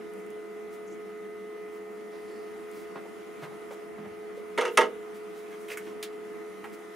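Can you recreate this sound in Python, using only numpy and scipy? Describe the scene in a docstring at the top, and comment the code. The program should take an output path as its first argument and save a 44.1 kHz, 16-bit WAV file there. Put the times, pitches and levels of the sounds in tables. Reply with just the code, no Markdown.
"""From the start machines hum as steady sines, over air rush and hiss made of coloured noise in a small hallway.
A small plastic model clicks in the hand as gritty noise puffs; soft noise strokes make rustles and faint squeaks.
Then come steps over a rug to a wooden bench, thuds and knocks of banded noise, while hum tones swell and dip.
A thing clatters down on the bench in a run of blows, each ringing decaying modes under a bright crack.
Last a strap is picked up, with more clicks, knocks and rustles; the handling echoes in the hallway."""
import sys
import numpy as np
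from scipy import signal
from scipy.fft import rfft, irfft, next_fast_len
from scipy.io import wavfile
from scipy.ndimage import uniform_filter1d, map_coordinates

SR = 44100
rng = np.random.default_rng(int(sys.argv[2]) if len(sys.argv) > 2 else 0)


def dump_mix(stems):
    """Bounce the given channels to the path in sys.argv[1] as a 16-bit WAV at rate SR."""
    frames = np.atleast_2d(stems).T  # one column per channel
    limited = np.clip(frames, -1, 1)  # hard clip at full scale
    pcm = np.round(limited * 32767).astype(np.int16)
    wavfile.write(sys.argv[1], SR, pcm)


N = 306495

# Shaft tones of a fan. Each row: multiple of the shaft rate, level in dB rms, left over right in dB,
# left phase lead in radians.
FAN_TONES = [(30, -72, 0, 0), (36, -76, 0, 0), (45, -73, -7.7, .3), (48, -80, 1.5, -.3),
             (53, -75, -2.1, .2), (55, -76, -.6, .3), (62, -74, -3.2, .3), (63, -77, -2.7, .5),
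             (64, -73, 1.4, .4), (65, -61.5, -.9, .3), (70, -72, -1.6, .5), (75, -66.5, -.5, .2),
             (80, -76, -.5, -.1), (90, -74, -7.2, -.6), (94, -77, 0, 0), (95, -73.5, -2.3, .1),
             (96, -77, -5.9, .3), (100, -79, -2.9, -.6), (105, -62, -.4, .1), (110, -79, 3.5, .3),
             (115, -80, 2.2, 0), (150, -84, 1.1, -.2)]
# A second motor's whine. Each row: harmonic number, level in dB rms, left over right in dB,
# left phase lead in radians.
WHINE_TONES = [(1, -56, -2, -.1), (2, -58, 1.1, -.7), (3, -72, -3, -.1), (4, -72, -.8, .7)]
# Sudden dips of the main hum, each held for a while, as the body stands in its standing wave.
# Each row: start in seconds, end in seconds, depth in dB.
HUM_DIPS = [(2.928, 4.163, 3.5), (6.53, 7.2, 5)]
# Single fan tones swell or sink as the body passes. Each shaft multiple has rows: middle in seconds,
# length in seconds, change in dB.
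FAN_SWELLS = {65: [(.3, .6, -1), (1.45, 1.1, 3), (4, .9, 1), (5.6, .8, -4), (6.45, .3, 3)],
              75: [(1.7, 1, -4.5), (4.1, .5, -5.5), (6, .9, -4.5)], 95: [(1.9, 1.5, 10), (3.5, .5, 6),
              (5.9, .4, 6), (6.75, .8, 8)], 105: [(.5, .7, 2.5), (1.55, .7, 4), (5.5, .5, -2.5)]}
# Low room resonances that the air rush fills. Each row: centre in Hz, width in Hz, relative level in dB.
RUSH_MODES = [(76.4, 16.8, -5.5), (115, 62, -22), (195.4, 24.76, 2), (219.6, 25.3, -4), (272.2, 51, -13),
              (328.2, 42.9, 0.5), (388, 20.4, -3), (429.4, 68.5, -3), (486.1, 34.4, -3.5),
              (578.6, 65.4, -10), (700.8, 82, -8.5), (793.1, 53, -8.5), (962, 13.3, -8)]
# The rush's noise bed between those resonances. Each row: frequency in Hz, relative level in dB per Hz.
RUSH_BED = [(20, 0), (38, -4.5), (58, -28.5), (140, -33.5), (300, -20.5), (900, -23), (1100, -69)]
# Colour of the upper air noise and microphone hiss. 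Each row: frequency in Hz, relative level in dB per Hz.
HISS_COLOUR = [(500, -45.5), (900, 0.5), (1250, 3), (1600, -3.5), (2100, 0), (2550, -6.5), (3200, -11.5),
               (4500, -21.5), (6500, -23.5), (8200, -27), (10000, -22.5), (12500, -29), (15000, -31.5),
               (16000, -44)]
# Likeness of the two channels of noise. Each row: frequency in Hz, correlation from -1 to 1.
LIKENESS = [(60, -0.47), (130, -0.446), (290, 0.353), (640, -0.487), (1410, 0.25), (3100, 0.452),
            (6820, 0.504), (15000, 0.46)]
# Level of the treble noise over time, hiss with brief rises around the clatter and clicks.
# Each row: time in seconds, level in dB rms.
TREBLE_LEVEL = [(0, -66), (1.8, -67), (2.3, -64), (2.8, -64.5), (3.64, -63.5), (3.85, -65.5), (4.4, -66.5),
                (4.75, -60), (4.95, -65), (5.4, -63.5), (5.72, -61.5), (6.05, -66), (6.5, -63.5),
                (6.95, -63.5)]
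# Dry clicks of plastic and buckle. Each row: start in seconds, body level in dB, body centre in Hz,
# body spread in octaves, snap level in dB.
CLICK_EVENTS = [(0.136, -74.5, 3000, .5, -49), (.2643, -72, 3000, .5, -52),
                (0.3035, -71.5, 3000, .5, -47.5), (2.7136, -66.5, 3000, .5, -48.5),
                (5.683, -44, 2200, 0.5, -51), (5.701, -38, 2214, 0.41, -62), (5.717, -36, 2120, 0.25, -61),
                (5.723, -39.5, 2075, .18, -65.5), (5.7717, -35.5, 1760, 0.45, -41),
                (6.0268, -34, 2890, 0.83, -37.5), (6.6412, -38, 1470, 0.71, -55.5),
                (6.652, -42.5, 785, 0.48, -59.5)]
# Soft strokes of noise: broad cloth rustles, and narrow faint hisses or squeaks. Each row: middle in seconds,
# level in dB, half length in seconds, centre in Hz, spread in octaves.
SOFT_STROKES = [(0.191, -67.5, 0.052, 10000, 0.41), (0.742, -60, 0.04, 11000, 1.16),
                (.88, -62, 0.021, 6700, .18), (.925, -62.5, 0.0375, 6700, 0.21),
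                (1.748, -65.5, 0.068, 11000, 1.5), (2.148, -66, 0.078, 4830, 0.28),
                (2.357, -67.5, 0.243, 4720, 0.196), (2.78, -57, 0.108, 9000, 3.1),
                (3.439, -56.5, .04, 5000, 1.57), (3.729, -58.5, 0.0397, 7000, 1.7),
                (4.379, -65, 0.047, 7000, 1.3), (4.735, -60, .04, 12000, 0.43),
                (5.162, -60.5, .043, 8000, 2), (5.384, -59.5, .06, 7000, 2.9),
                (5.529, -62.5, 0.049, 5000, 1.53), (5.62, -65, 0.056, 9500, .5),
                (5.72, -44.5, 0.0422, 5000, 2.8), (5.868, -61, 0.106, 5000, 1.45),
                (6.74, -58, 0.0297, 9000, 2.1)]
# Knocks of feet and hands, mostly broad, with two narrow rings of the bench. Each row: start in seconds,
# level in dB, centre in Hz, spread in octaves.
KNOCK_EVENTS = [(2.955, -33, 686, 1.29), (2.975, -48, 1500, 0.9), (3.05, -42, 600, 0.75),
                (3.421, -36.5, 990, 1.02), (3.432, -35.5, 1066, 1.084), (3.511, -43.5, 800, 0.47),
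                (3.706, -36, 697, 1.186), (3.722, -51.5, 1300, 1.0), (3.978, -41, 800, 1.12),
                (4.049, -40, 800, 1.01), (4.372, -36.5, 469, 0.23), (5.52, -45, 2050, 0.44),
                (5.71, -36.5, 474, 0.144), (5.865, -43.5, 1500, 0.93), (6.125, -50, 1200, 1.5)]
# Heel thuds. Each row: start in seconds, level in dB, centre in Hz.
HEEL_THUDS = [(2.956, -43.5, 171), (3.424, -40, 150), (3.985, -45, 85), (3.986, -34, 202),
              (4.06, -46.5, 110), (4.108, -48.5, 100)]
# Two drops on the bench with their bounces. Each row: start in seconds, level in dB,
# hardness from 0 (lands flat) to 1 (on a hard edge).
CLATTER_BLOWS = [(4.576, -25.5, 0.386), (4.583, -27, 0.048), (4.609, -28.5, 0.74), (4.617, -32.5, 0.071),
                 (4.635, -35, 0.047), (4.651, -28.5, 0.36), (4.676, -36.5, 0.085), (4.7727, -13.5, 0.913),
                 (4.783, -25, 0.022), (4.808, -23, 0.425), (4.828, -33, 0.0196), (4.851, -41, .02)]
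# Modes of the bench and the dropped thing. Each row: frequency in Hz, relative level in dB,
# 60 dB decay time in seconds.
BENCH_MODES = [(240.5, -14, 0.119), (323.7, -12, 0.093), (361, -7.5, 0.094), (427.4, 6, 0.0713),
               (460.9, -7, 0.394), (494.6, 1, 0.176), (581, -9.5, 0.092), (629.3, -6.5, 0.073),
               (765, -15, 0.073), (899, -7, 0.113), (911.6, -1.5, 0.068), (1049, -1.5, 0.037),
               (1136, -10, 0.062), (1253.2, -0.5, 0.054), (1403.5, -5, 0.0385), (1600, -16, 0.049),
               (1677, -7.5, 0.042), (1921.3, -5.5, 0.0535), (2134, -1.5, 0.0208), (2373, -10.5, 0.019),
               (2690, -5, 0.038), (2917, -2.5, 0.021), (3630, -21.5, 0.019)]
# Colour of a blow's treble crack. Each row: frequency in Hz, relative level in dB.
CRACK_COLOUR = [(2300, -22), (3300, 6.5), (4100, -1), (5000, -3), (6300, 0.5), (7600, -8), (9500, -8.5),
                (11500, -14), (16000, -25)]
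# Echo decay of the hallway. Each row: frequency in Hz, 60 dB decay time in seconds.
ROOM_DECAY = [(200, 0.418), (1000, 0.158), (4000, 0.145), (12000, 0.0954)]

HUM_HZ, SHAFT_HZ, WHINE_HZ = 423.87, 19.3336, 340.99
HUM_DB, DIP_RAMP_S = -42, 0.083
RUSH_DB, MID_DB = -47, -55.5
MID_FOLLOWS = 0.28  # share of the treble's level changes, in dB, that the middle band follows
STEP_ASIDE_S, UNSHADED_DB = 2.455, 1.5  # the body stops shading the microphones; the middle band rises
CLICK_T60_S, SNAP_HZ, SNAP_OCT = 0.1004, 9490, 0.6
SNAP_T60_S, HEAVY_DB = (0.0119, 0.0785), -55  # a snap rings longer on a body louder than this
KNOCK_T60_S, THUD_T60_S, THUD_OCT = 0.1004, 0.12, 0.245
# a blow landing flat, and on an edge: chatter t60 in seconds, low ring in dB, treble crack in dB
FLAT, EDGE = (0.1027, 5.8, -12.5), (0.047, -31, -5)
TICK_DB, TICK_HZ, TICK_T60_S = (-19.5, -2.5), 9166, 0.0189  # first touch; its level runs from flat to edge
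TOP_HZ = 15700


def amp(db):
    """Gain of a level in dB."""
    return 10 ** (np.asarray(db) / 20)


def unit(x):
    """x at rms 1."""
    return x / np.sqrt(np.mean(x ** 2) + 1e-20)


def along(points, hz):
    """Reads (Hz, value) points at hz, on a log frequency axis."""
    f, v = np.transpose(points)
    return np.interp(np.log(hz + 1), np.log(f + 1), v)


def wobble(rate):
    """A smooth random curve, rate knots a second."""
    knots = rng.standard_normal(int(N * rate / SR) + 4)
    return map_coordinates(knots, [np.arange(N) * rate / SR])


def plateau(start, end, ramp):
    """Near 0 outside, near 1 between start and end, with smooth shoulders."""
    t = np.arange(N) / SR
    return (np.tanh((t - start) * 2 / ramp) - np.tanh((t - end) * 2 / ramp)) / 2


def filtered(x, response):
    """x shaped by a gain that depends on frequency."""
    n = x.shape[-1]
    m = next_fast_len(n + 8192)
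    return irfft(rfft(x, m) * response(np.fft.rfftfreq(m, 1 / SR)), m)[..., :n]


def band(n, centre_hz, octaves, density=1):
    """n samples of noise, rms 1, in a bell-shaped band on a log axis; low density makes it gritty."""
    def bell(hz):
        distance = np.log2((hz + 1) / centre_hz) / max(octaves, .1)
        return np.exp(-.5 * distance ** 2) / np.sqrt(hz + 50)

    grains = rng.standard_normal(n) * (rng.random(n) < density)
    return unit(filtered(grains, bell))


def add(track, s, sound):
    """Mixes sound into track from second s on."""
    start = round(s * SR)
    part = track[..., start:start + sound.shape[-1]]
    part += sound[..., :part.shape[-1]]


def tone(hz, db, pan_db, lead):
    """A sine of fixed pitch, differing in level and phase between the two microphones."""
    side = np.array([[.5], [-.5]])
    phase = 2 * np.pi * (hz * np.arange(N) / SR + rng.random())
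    return np.sqrt(2) * amp(db + pan_db * side) * np.sin(phase + lead * side)


def machines():
    """Rotating machines give pure tones; each drifts in level on its own, and standing waves shift some."""
    dips_db = sum(depth * plateau(start, end, DIP_RAMP_S) for start, end, depth in HUM_DIPS)
    out = tone(HUM_HZ, HUM_DB - dips_db + .6 * wobble(2.5), -.2, -.3)
    for order, db, pan_db, lead in FAN_TONES:
        swell_db = 0
        for middle, length, change in FAN_SWELLS.get(order, []):
            swell_db = swell_db + change * plateau(middle - length / 2, middle + length / 2, length / 2)
        drift_db = (.8 if order in FAN_SWELLS else 2.2) * wobble(1.465)
        out += tone(order * SHAFT_HZ, db + swell_db + drift_db, pan_db, lead)
    for harmonic, db, pan_db, lead in WHINE_TONES:
        out += tone(harmonic * WHINE_HZ, db + 0.65 * wobble(1.415), pan_db, lead)
    return out


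def noise(gain, patchy_db):
    """Stereo noise, coloured by gain(Hz), with patches of random gain in time and frequency."""
    z = signal.stft(rng.standard_normal((2, N)), nperseg=512)[2]
    field = uniform_filter1d(rng.standard_normal(z.shape[1:]), 6, 0)
    field = uniform_filter1d(field, 14, 1)
    pair = signal.istft(z * amp(patchy_db * unit(field)), nperseg=512)[1][:, :N]

    def mid_side_gain(hz):
        turn = np.arccos(np.clip(along(LIKENESS, hz), -1, 1)) / 2  # sets the channels' correlation
        return gain(hz) * [np.cos(turn), np.sin(turn)]

    mid, side = filtered(pair, mid_side_gain)
    return np.array([mid + side, mid - side])


def air():
    """Turbulent air fills the room's low resonances; the treble noise above rises briefly around the handling."""
    times, levels = np.transpose(TREBLE_LEVEL)
    treble_db = np.interp(np.arange(N) / SR, times, levels)
    unshaded_db = UNSHADED_DB * plateau(STEP_ASIDE_S, 99, 0.31)
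    mid_db = MID_DB + MID_FOLLOWS * (treble_db - treble_db.mean()) + unshaded_db
    hiss = noise(lambda hz: amp(along(HISS_COLOUR, hz)), patchy_db=1.47)
    treble = filtered(hiss, lambda hz: 1 / (1 + (4300 / (hz + 1)) ** 6))
    middle = hiss - treble

    def rush_gain(hz):
        modes = sum(amp(db) / (1 + (2 * (hz - centre) / width) ** 2) for centre, width, db in RUSH_MODES)
        return np.hypot(modes, amp(along(RUSH_BED, hz)))

    rush = amp(RUSH_DB + 0.8 * wobble(1.415)) * unit(noise(rush_gain, patchy_db=1.24))
    rush = rush * amp([[-.6], [.6]])  # leans right
    return rush + amp(mid_db) * unit(middle) + amp(treble_db) * unit(treble)


def contacts(rows, rise, density):
    """Each contact is a puff of noise that rises fast and dies away."""
    out, t = np.zeros(N), np.arange(SR // 3) / SR
    for s, db, hz, octaves, t60 in rows:
        envelope = amp(db - 60 * t / t60) * (1 - np.exp(-t / rise))
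        add(out, s, envelope * band(len(t), hz, octaves, density))
    return out


def clicks():
    """A click is a banded noise puff for the part's body plus a bright, gritty snap."""
    bodies, snaps = [], []
    for s, db, hz, octaves, snap_db in CLICK_EVENTS:
        bodies.append((s, db, hz, octaves, CLICK_T60_S))
        snaps.append((s, snap_db, SNAP_HZ, SNAP_OCT, SNAP_T60_S[int(db > HEAVY_DB)]))
    body = contacts(bodies, rise=0.00079, density=0.34)
    return body + contacts(snaps, rise=0.000307, density=0.47)


def soft_strokes():
    """Noise swells and fades, its level jumping in clumps: broad as cloth rustles, narrow as hiss or squeak."""
    out = np.zeros(N)
    for s, db, half_length, hz, octaves in SOFT_STROKES:
        n = int(2 * half_length * SR)
        clumps = np.repeat(rng.standard_normal(n // 64 + 1), 64)[:n]
        stroke = amp(db + 0.82 * clumps) * np.hanning(n)
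        add(out, s - half_length, stroke * band(n, hz, octaves))
    return out


def knocks():
    """Hands and soles knock, mostly broadly; two narrow bands ring like the bench; heels thud low."""
    struck = [row + (KNOCK_T60_S,) for row in KNOCK_EVENTS]
    low = [row + (THUD_OCT, THUD_T60_S) for row in HEEL_THUDS]
    return contacts(struck, rise=0.00502, density=.3) + contacts(low, rise=0.0074, density=1.0)


def clatter():
    """Each blow rings the bench's low modes; a dying chatter of tiny blows rings the rest and cracks."""
    out, t = np.zeros(N), np.arange(SR // 2) / SR
    hz, level_db, t60 = np.transpose(BENCH_MODES)[..., None]
    sign = (-1) ** np.arange(len(BENCH_MODES))[:, None]  # neighbouring modes swing in opposition
    low = hz[:, 0] < 620
    for s, db, hard in CLATTER_BLOWS:
        mix = np.clip(hard, 0, 1)
        chatter_t60, low_db, crack_db = np.add(FLAT, mix * np.subtract(EDGE, FLAT))
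        fade = amp(-60 * t / chatter_t60) * (1 - np.exp(-t / 0.00132))
        blows = rng.standard_normal(len(t)) * (rng.random(len(t)) < .12)  # sparse and uneven
        scatter_db = 2.5 * rng.standard_normal(hz.shape)  # every blow excites the modes differently
        modes = sign * amp(level_db + scatter_db - 60 * t / t60) * np.sin(2 * np.pi * hz * t)
        wood = amp(low_db) * (1 - np.exp(-t / 0.00185)) * modes[low].sum(0)
        strikes = fade * blows / np.linalg.norm(fade * blows)
        chatter = signal.fftconvolve(strikes, modes[~low].sum(0))[:len(t)]
        rattle = amp(0.5) * fade * band(len(t), 1100 + 900 * hard, 0.818)
        crack = amp(crack_db) * fade * unit(filtered(blows, lambda f: amp(along(CRACK_COLOUR, f))))
        tick_fade = amp(np.interp(hard, [0, 1], TICK_DB) - 60 * t / TICK_T60_S)
        tick = tick_fade * (1 - np.exp(-t / 0.00111)) * band(len(t), TICK_HZ, 0.158, 0.44)
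        add(out, s, amp(db) * (wood + chatter + rattle + crack + tick))
    too_small_for_bass = signal.butter(3, 200, "high", fs=SR, output="sos")
    return signal.sosfilt(too_small_for_bass, out)


def room(x):
    """Each frequency of the hallway's answer dies at its own speed; close microphones hear much the same."""
    hz, t, z = signal.stft(rng.standard_normal((2, SR // 2)), SR, nperseg=256)
    decay = amp(-60 * t / along(ROOM_DECAY, hz)[:, None])
    mid, side = signal.istft(z * decay, SR, nperseg=256)[1]
    tail = np.array([mid + 0.338 * side, mid - 0.58 * side])
    delayed = np.pad(x, (250, 0))[None]  # samples before the echo starts
    return signal.fftconvolve(delayed, tail / np.linalg.norm(tail[0]), axes=1)[:, :N]


def scene():
    """Hum and air fill the room; the handling has a direct path and an echo, leaning right in the low mids."""
    near = clicks() + soft_strokes() + knocks() + clatter()
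    right_db = [(100, -1.66), (700, 3.0), (2500, 1.32), (15000, -1.3)]  # Hz, right over left in dB
    lean = lambda hz: amp([[-.5], [.5]] * along(right_db, hz))
    return machines() + air() + filtered(near + amp(-8.5) * room(near), lean)


def record(dry):
    """High peaks are rounded off; the microphones drop the deep bass and all above their band limit."""
    rounded = dry / (1 + np.abs(dry / .85) ** 4) ** (1 / 4)
    return filtered(rounded, lambda hz: (hz < TOP_HZ) / np.sqrt(1 + (120 / (hz + 1)) ** 4))


dry = scene()
out = record(dry)
dump_mix(out)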